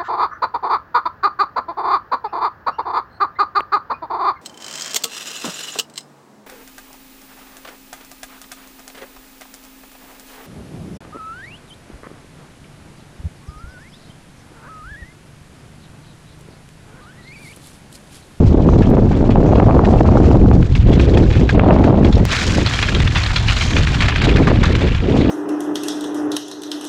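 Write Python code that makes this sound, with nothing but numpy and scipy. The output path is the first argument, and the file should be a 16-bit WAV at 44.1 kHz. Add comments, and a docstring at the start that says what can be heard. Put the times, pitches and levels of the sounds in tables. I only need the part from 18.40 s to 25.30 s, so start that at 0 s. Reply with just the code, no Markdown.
"""Wind rumbles, buffets and pops at a rider's helmet as a mountain bike runs down a muddy, grassy rut.
Turbulent eddies press on the microphone, over faint tyre noise and the odd clatter of the chain, whose
impacts excite the modes of the bike. With a click, the sound cuts to a wetter, slower stretch: the wind
is weaker, air pockets burst and ring in the mud under the tread, spray hisses and the bike rattles on.
In brief spells of coasting the freewheel's pawls buzz over their ratchet."""
import sys
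import numpy as np
from scipy import signal
from scipy.fft import rfft, irfft, next_fast_len
from scipy.io import wavfile
from scipy.ndimage import uniform_filter1d, minimum_filter1d

SR = 44100
rng = np.random.default_rng(int(sys.argv[2]) if len(sys.argv) > 2 else 0)


def output_pcm(signal):
    """Save a mono or channel-first signal as 16-bit PCM at the path in sys.argv[1].

    Samples are clipped to [-1, 1] before scaling.
    """
    pcm = np.clip(np.atleast_2d(signal).T, -1, 1) * 32767
    wavfile.write(sys.argv[1], SR, np.round(pcm).astype(np.int16))


N = 304290
TIME = np.arange(N) / SR
CUT_S = 3.853   # the sound cuts from the firm stretch to the wet one

# Envelopes of the large, middling (airflow) and small eddies: [t/s, relative level/dB]
RUMBLE_LEVEL = [(0, -10.5), (0.7, -13), (2.22, -9.5), (2.28, -21), (2.33, -11.5), (2.5, -6), (2.65, -9.5),
                (3.55, -13.5), (3.82, -9), (3.87, -18.5), (3.98, -26), (4.08, -16.5), (4.42, -20.5),
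                (4.57, -13), (4.8, -18.5), (5.28, -19.5), (5.42, -13), (5.65, -16.5), (5.95, -13.5),
                (6.9, -17)]
AIRFLOW_LEVEL = [(0, -9.5), (0.06, -21), (0.14, -13.5), (0.66, -13.5), (0.73, -19), (0.8, -13.5),
                 (2.15, -13.5), (2.28, -26.5), (2.42, -31.5), (2.51, -8.5), (2.66, -18), (2.78, -10),
                 (2.94, -24), (3.04, -12.5), (3.1, -29), (3.15, -14.5), (3.3, -13.5), (3.65, -11.5),
                 (3.72, -19), (3.81, -14), (3.87, -34), (4.02, -33), (4.1, -20), (4.21, -17), (4.29, -34),
                 (4.44, -33), (4.53, -20), (4.82, -37.5), (5.2, -36), (5.39, -18), (5.46, -33), (5.63, -25),
                 (5.78, -31.5), (5.86, -15), (6.12, -14), (6.18, -21), (6.32, -18.5), (6.38, -25),
                 (6.45, -13.5), (6.58, -37), (6.66, -15), (6.9, -13.5)]
FLUTTER_LEVEL = [(0, -29), (0.8, -25), (1.35, -21), (1.7, -20), (2.1, -29.5), (2.6, -30.5), (3.18, -26.5),
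                 (3.3, -16.5), (3.42, -24), (3.56, -23.5), (4.2, -27.5), (6.9, -30)]
# Spectra of the same three sizes of eddy: [f/Hz, relative level/dB]
RUMBLE_SPECTRUM = [(15, -20.5), (28, 0.5), (45, 2), (80, 3.5), (120, 0), (180, -8.5), (300, -25),
                   (600, -58)]
BUFFET_SPECTRUM = [(70, -27.5), (140, -3), (230, -0.5), (350, -4.5), (480, -9.5), (700, -21.5),
                   (1100, -33.5)]
FLUTTER_SPECTRUM = [(280, -17.5), (450, -7), (620, 0), (850, -5.5), (1150, -13.5), (1600, -23), (2400, -30)]
# Pops of air in the microphone port: [t/s, peak level/dB, relative snap level/dB]
PORT_POPS = [(0.289, -5, -36), (0.569, -8, -40), (0.81, -13, -42), (0.957, -4, -37), (1.029, -10, -38),
             (1.157, -5, -29), (1.183, -2.5, -29), (1.199, -3, -13), (1.298, -4, -39), (1.309, -4, -19),
             (1.348, -4, -32), (1.392, 0, -43), (1.654, -9.5, -36), (1.771, -4, -41), (1.913, -9, -20),
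             (2.06, -11.5, -36), (2.113, -7, -40), (3.195, -3.5, 5), (3.238, -17, -27), (3.307, -3.5, -15),
             (4.182, -10, -40), (5.869, -8, -40), (5.998, -13, -37), (6.115, -5.5, -31)]
# Big bumps that throw the chain about: [t/s, relative peak level/dB, centre f/Hz, duration/s]
BIG_BUMPS = [(0.4194, -19.5, 2100, 0.048), (0.713, -20.5, 1830, 0.08), (0.903, -18, 2460, 0.032),
             (1.152, -23, 2400, 0.03), (1.447, -17, 2220, 0.02), (1.659, -22, 1700, 0.022),
             (1.841, -22, 1690, 0.028), (2.226, -21, 2220, 0.018), (2.352, -15, 2450, 0.0092),
             (2.532, -14.5, 2600, 0.011), (2.5963, -9.5, 2160, 0.022), (2.772, -11.5, 2170, 0.011),
             (2.9035, -17.5, 2280, 0.18), (3.0907, -8, 2030, 0.019), (3.44, -13.5, 1940, 0.03),
             (3.645, -13.5, 2660, 0.01), (3.726, -18.5, 4000, 0.018), (3.7526, -19.5, 4500, 0.03),
             (3.927, -10.5, 2200, 0.049), (4.261, -7.5, 3130, 0.035), (4.336, -10.5, 2780, 0.032),
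             (4.387, -8, 2300, 0.013), (4.425, -6, 2460, 0.034), (4.485, -10, 2060, 0.018),
             (4.546, -7.5, 3000, 0.032), (4.6, -7.5, 2360, 0.0098), (4.6745, -12.5, 2960, 0.018),
             (4.756, -8.5, 2300, 0.07), (4.8347, -9, 3500, 0.016), (4.861, -13, 3540, 0.0076),
             (4.9587, -7, 3240, 0.062), (5.0825, -6.5, 3050, 0.08), (5.164, -9, 2970, 0.019),
             (5.208, -10, 2900, 0.094), (5.365, -5.5, 2300, 0.04), (5.47, -9, 2180, 0.024),
             (5.606, -6, 2400, 0.03), (5.621, -7, 2300, 0.038), (5.6807, -6.5, 1920, 0.026),
             (5.7577, -7.5, 2320, 0.013), (5.816, -8, 2300, 0.034), (5.839, -10, 2700, 0.022),
             (5.889, -11, 2310, 0.018), (5.9583, -8, 1880, 0.047), (6.0696, -10.5, 1750, 0.062),
             (6.232, -10.5, 1800, 0.042), (6.253, -13, 3600, 0.055), (6.351, -12, 2500, 0.014),
             (6.407, -15.5, 2400, 0.18), (6.547, -16, 2480, 0.024)]
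# Normal modes of the bike: [f/Hz, relative level/dB, T60/s]
BIKE_MODES = [(970, -7.5, 0.041), (1240, 2, 0.011), (1683, -11.5, 0.03), (2020, -20.5, 0.015),
              (2194, -6.5, 0.0061), (2484, -9.5, 0.015), (2776, -11.5, 0.014), (3365, -6.5, 0.023),
              (3950, -19, 0.0092), (4020, 2.5, 0.006), (4240, -20.5, 0.026), (5800, -6, 0.021),
              (6260, -4, 0.018), (7540, -16.5, 0.011)]
# Tyre noise on firm and on wet ground: [t/s, relative crunch level/dB, relative spray level/dB]
FIRM_GROUND = [(0.0, -44, -51), (1.02, -45, -54), (1.34, -44, -51.5), (1.68, -41, -47.5),
               (2.26, -45, -52.5), (2.52, -32, -46), (3.02, -40.5, -49), (3.19, -37.5, -56),
               (3.7, -39.5, -49)]
WET_GROUND = [(3.87, -28.5, -40), (3.94, -18.5, -27), (4.03, -25.5, -33), (4.13, -26, -31.5),
              (4.55, -27.5, -38.5), (5.01, -28.5, -38.5), (5.24, -27, -33.5), (5.86, -25, -46.5),
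              (6.07, -30.5, -46), (6.38, -29, -45.5), (6.66, -33.5, -48.5), (6.9, -32, -48.5)]
# Swish of a clogged patch of tread: [t/s of one pass, rotation f/Hz, crunch swing/dB, spray swing/dB]
FIRM_SWISH = (0.41, 2.73, 0.67, 1.5)
WET_SWISH = (3.6, 2.498, 0.66, 1.8)
# Spectra of crunching mud and of spray: [f/Hz, relative level/dB]
CRUNCH_SPECTRUM = [(250, 8.5), (500, 0.5), (900, 0), (1500, 3.5), (2400, 3.5), (3500, 0.5), (4600, -6.5),
                   (6500, -27.5), (9000, -30.5)]
SPRAY_SPECTRUM = [(2500, -11.5), (4000, 2), (5200, 1.5), (7200, -2.5), (8500, -13), (10500, -20.5),
                  (13000, -29.5), (16000, -37)]
# Spells of coasting: [t/s, duration/s, relative level/dB]
COASTING = [(0.286, 0.08, -48), (1.05, 0.086, -51), (5.264, 0.14, -37)]
# Faint bright ticks: [t/s, relative peak level/dB]
FAINT_TICKS = [(0.5023, -31), (2.5017, -35)]


def wind(dip_db=1.5, dip_s=0.027, flutter_db_per_db=1.69):
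    """Turbulent pressure: large eddies rumble throughout; small ones grow steeply with the airflow."""
    (rumble_db,), (flow_db,) = in_time(RUMBLE_LEVEL), in_time(AIRFLOW_LEVEL)
    (flutter_db,) = in_time(FLUTTER_LEVEL)
    swirl = drift(hz=59)
    for s, *_ in BIG_BUMPS:   # the buffeting dips briefly at each
        flow_db = flow_db - dip_db * np.maximum(1 - np.abs((TIME - s) / dip_s - .3), 0)
    flutter_db = flutter_db + flutter_db_per_db * (flow_db + 14) + 1.6 * drift(hz=6.7)
    rumble_db = rumble_db - 0.1 + 1.9 * drift(hz=12)
    buffet_db = flow_db + across_cut(firm=0.97, wet=0.0)
    rumble = from_db(rumble_db) * eddies(RUMBLE_SPECTRUM, swirl, per_s=1500, clump_db=0.4, span_s=0.048)
    buffet = from_db(buffet_db) * eddies(BUFFET_SPECTRUM, swirl, per_s=1100, clump_db=3.0, span_s=0.09)
    flutter = from_db(flutter_db) * eddies(FLUTTER_SPECTRUM, swirl, per_s=520, clump_db=4.5, span_s=0.14)
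    return rumble + buffet + flutter


def eddies(spectrum, swirl, per_s, clump_db, span_s):
    """Shot noise: each eddy is one smooth pressure pulse, its strength modulated by the swirling air."""
    pulses = grains(per_s, spread_db=2.0) * from_db(clump_db * swirl)
    return steady(colour(pulses, spectrum), span_s)


def port_pops(width_s=0.0012):
    """A short pulse has a broad spectrum: tight eddies pop in the port, the tightest with a snap."""
    out, t = np.zeros(N), TIME[:SR // 30]
    for s, peak_db, snap_db in PORT_POPS:
        flap = rng.standard_normal(len(t)) * np.exp(-(t / width_s - 1) ** 2)
        snap = from_db(min(snap_db + 3.5, 6)) * unit_rms(band(flap, 1190, 2770, order=6))
        pop = unit_rms(band(flap, 350, 966, order=3)) + snap
        at = round((s - width_s / 2) * SR)
        out[at:at + len(t)] += from_db(peak_db) * pop / np.abs(pop).max()
    return out


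def chain_clatter(touches_per_s=650, width_octaves=0.37, rise_s=0.0032):
    """Impact excitation: a bump sets off a dying run of chain touches that ring the bike's modes."""
    out, t = np.zeros(N + SR), TIME[:SR // 8]
    for s, peak_db, centre_hz, length_s in BIG_BUMPS + small_bumps():
        touches = (rng.random(len(t)) < touches_per_s / SR) * rng.uniform(0.42, 1, len(t))
        touches *= np.exp(-t / (length_s / 2))
        touches[0], touches[int(rise_s * SR)] = .5, 1   # a light first touch, then the full slap
        ringing = 0
        for hz, mode_db, t60 in BIKE_MODES:
            # a harder contact favours higher modes
            coupling = np.exp(-.5 * (np.log2(hz / centre_hz) / width_octaves) ** 2)
            strike = touches * rng.standard_normal(len(t))
            detuned_hz = hz * (1 + 0.037 * rng.standard_normal())
            ringing = ringing + coupling * from_db(mode_db) * ring(strike, detuned_hz, t60)
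        scuff = decay(touches, tau_s=0.0007) * rng.standard_normal(len(t))
        crack = band(band(scuff, 890, 0.85 * centre_hz, order=1), 500, 5000, order=4)
        hit = unit_rms(ringing) + from_db(-2.0) * unit_rms(crack)
        at = round(s * SR)
        out[at:at + len(t)] += from_db(peak_db + 1.0) * hit / np.abs(hit).max()
    return band(out[:N], 310, 8000, order=4)


def small_bumps(per_s=5, over_crunch_db=10, centre_hz=2150, length_s=0.018):
    """A Poisson process of lesser rattles, louder on rougher ground; rows as in BIG_BUMPS."""
    crunch_db, _ = across_cut(in_time(FIRM_GROUND), in_time(WET_GROUND))
    at = np.flatnonzero(rng.random(N) < per_s / SR)
    return [(i / SR, crunch_db[i] + over_crunch_db - 0.5 * scatter,
             centre_hz * 2 ** (0.19 * hardness), length_s)
            for i, (scatter, hardness) in zip(at, rng.standard_normal((len(at), 2)))]


def tyres():
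    """Many tiny impacts sum to noise: mud crunches under the tread; water and grass hiss off it."""
    levels_db = across_cut(tread_swish(FIRM_GROUND, FIRM_SWISH), tread_swish(WET_GROUND, WET_SWISH))
    crunch_db, spray_db = levels_db + 1.6 * drift(hz=27)   # patchy ground
    bite = drift(hz=45)   # the knobs grip and let go unevenly
    grit = unit_rms(grains(per_s=6000, spread_db=2.0) * from_db(2.0 * bite))
    mud = colour(grit + from_db(0.5) * squelch(bite), CRUNCH_SPECTRUM)
    droplets = grains(per_s=12000, spread_db=3.5) * from_db(2.0 * bite + 2.0 * drift(hz=78))
    spray = colour(droplets, SPRAY_SPECTRUM)
    flung = splash_envelope()   # adds in power to the tread's own noise
    mud_gain = np.hypot(from_db(crunch_db + across_cut(firm=0.0, wet=-0.98)), from_db(-16) * flung)
    spray_gain = np.hypot(from_db(spray_db + across_cut(firm=0.5, wet=0.33)), from_db(-24.5) * flung)
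    rolling = from_db(-44.5) * unit_rms(band(rng.standard_normal(N), 650, 1200, order=2))
    return mud_gain * steady(mud, span_s=0.083) + spray_gain * steady(spray, span_s=0.24) + rolling


def squelch(bite, per_s=1800, t60_cycles=24.6, clump_db=3.0, sizes=22):
    """Cavity resonance: air pockets burst under the knobs and ring, each size in clumps of its own."""
    out = 0
    for hz in np.geomspace(600, 7000, sizes):
        bursts = grains(per_s / sizes * from_db(2.5 * bite), spread_db=2.0)
        bursts *= from_db(clump_db * drift(hz=19))
        out = out + np.sqrt(hz) * unit_rms(ring(bursts, hz, t60_cycles / hz))
    return unit_rms(out)


def tread_swish(ground, swish):
    """Amplitude modulation: a clogged patch swells the crunch and spray levels once a wheel turn."""
    pass_s, rotation_hz, crunch_swing_db, spray_swing_db = swish
    turn = np.cos(2 * np.pi * rotation_hz * (TIME - pass_s))
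    crunch_db, spray_db = in_time(ground)
    return np.array([crunch_db + crunch_swing_db * turn, spray_db + spray_swing_db * turn])


def splash_envelope(rise_s=0.003, decay_s=0.021):
    """The mud flung up by each big bump builds quickly, then decays exponentially."""
    out, t = np.zeros(N + SR), TIME[:SR // 4]
    shape = (1 - np.exp(-t / rise_s)) * np.exp(-t / decay_s)
    for s, peak_db, _, _ in BIG_BUMPS:
        at = round(s * SR)
        out[at:at + len(t)] += from_db(peak_db) * shape
    return out[:N]


def freewheel(teeth_per_s=340):
    """A rapid impulse train is heard as a buzz: the pawls skip over the ratchet during coasting."""
    teeth_passed = np.cumsum(teeth_per_s * (1 + 0.0076 * drift(hz=14))) / SR
    ticks = np.diff(np.floor(teeth_passed), prepend=0) * rng.uniform(.3, 1, N)
    scrape = decay(ticks, tau_s=0.001) * rng.standard_normal(N)
    hub = unit_rms(band(scrape, 5650, 6800, order=3))
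    gate = sum(from_db(db - 3.5) * (TIME > s) * (TIME < s + length_s) for s, length_s, db in COASTING)
    return uniform_filter1d(gate, SR // 30) * hub


def clicks(corner_hz=400):
    """Two bare impulses tick brightly; a low-passed one clicks at the cut."""
    ticks = sum(from_db(db + 10.5) * signal.unit_impulse(N, round(s * SR)) for s, db in FAINT_TICKS)
    click = from_db(-4.5) * signal.unit_impulse(N, round(CUT_S * SR))
    return ticks + decay(click, tau_s=1 / (2 * np.pi * corner_hz))


def across_cut(firm, wet):
    """A step function: the firm stretch's value before the cut, the wet one's after it."""
    return np.where(TIME < CUT_S, firm, wet)


def from_db(db):
    """Amplitude ratio of a level in decibels."""
    return 10 ** (np.asarray(db) / 20)


def unit_rms(x):
    """Normalisation to unit mean power."""
    return x / np.sqrt(np.mean(x ** 2) + 1e-20)


def in_time(rows):
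    """Linear interpolation of each level column at every sample."""
    s, *columns = np.transpose(rows)
    return [np.interp(TIME, s, column) for column in columns]


def drift(hz):
    """Low-passed Gaussian noise: a fluctuation of unit power with corner frequency `hz`."""
    pole = np.exp(-16 * np.pi * hz / SR)   # runs at an eighth of the sample rate
    slow = signal.lfilter([1], [1, -2 * pole, pole * pole], rng.standard_normal(N // 8 + 4002))[4000:]
    return np.interp(np.arange(N) / 8, np.arange(len(slow)), unit_rms(slow))


def grains(per_s, spread_db):
    """Poisson impulses of either sign, many small and a few large."""
    at = np.flatnonzero(rng.random(N) < per_s / SR)
    out = np.zeros(N)
    out[at] = from_db(spread_db * np.minimum(rng.exponential(1, len(at)), 4))
    out[at] *= rng.choice([-1, 1], len(at))
    return out


def colour(x, spectrum):
    """Spectral shaping to unit power, with a steep roll-off above the last point."""
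    size = next_fast_len(N + SR // 2)
    hz = np.maximum(np.arange(size // 2 + 1) * SR / size, 1)
    points_hz, points_db = np.transpose(spectrum)
    gain = from_db(np.interp(np.log(hz), np.log(points_hz), points_db)) / (1 + (hz / points_hz[-1]) ** 4)
    return unit_rms(irfft(rfft(x, size) * gain, size)[:N])


def steady(x, span_s):
    """Division by the running RMS holds the power steady and leaves the faster texture."""
    width = int(span_s * SR)
    power = uniform_filter1d(uniform_filter1d(x * x, width), width)
    return x / np.sqrt(np.abs(power) + 1e-9)


def band(x, low_hz, high_hz, order):
    """Causal band-pass filter."""
    return signal.sosfilt(signal.butter(order, [low_hz, high_hz], "band", fs=SR, output="sos"), x + 1e-18)


def ring(impulses, hz, t60):
    """Damped oscillator: each impulse starts a sine that falls 60 dB in `t60` seconds."""
    radius, angle = from_db(-60 / (t60 * SR)), 2 * np.pi * hz / SR
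    feedback = [1, -2 * radius * np.cos(angle), radius * radius]
    return signal.lfilter([0, np.sin(angle)], feedback, impulses + 1e-18)


def decay(impulses, tau_s):
    """First-order relaxation: each impulse gains an exponential tail."""
    return signal.lfilter([1], [1, -np.exp(-1 / (tau_s * SR))], impulses)


def limiter(x, release_db_per_s, ahead_s):
    """Peak limiting: the gain dips just ahead of each peak over full scale, then recovers."""
    width = int(ahead_s * SR)
    over_db = 20 * np.log10(np.maximum(np.abs(x), 1))
    release_db = release_db_per_s * TIME
    cut_db = np.maximum.accumulate(over_db + release_db, axis=-1) - release_db
    return x * uniform_filter1d(minimum_filter1d(from_db(-cut_db), 2 * width), width)


def scene():
    """Superposition in one channel: wind at the helmet, the bike below it."""
    air = wind() + port_pops()
    bike = chain_clatter() + tyres() + freewheel()
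    return (air + bike + clicks())[None]


def record(dry):
    """Limiting of level and bandwidth: after a quick fade-in, gusts are held down and the top is cut."""
    fade_in = np.minimum(TIME / .004, 1)
    limited = limiter(fade_in * dry * from_db(1.0), release_db_per_s=70.5, ahead_s=0.001)
    return signal.sosfilt(signal.cheby2(12, 70, 17000, fs=SR, output="sos"), limited)


dry = scene()
out = record(dry)
output_pcm(out)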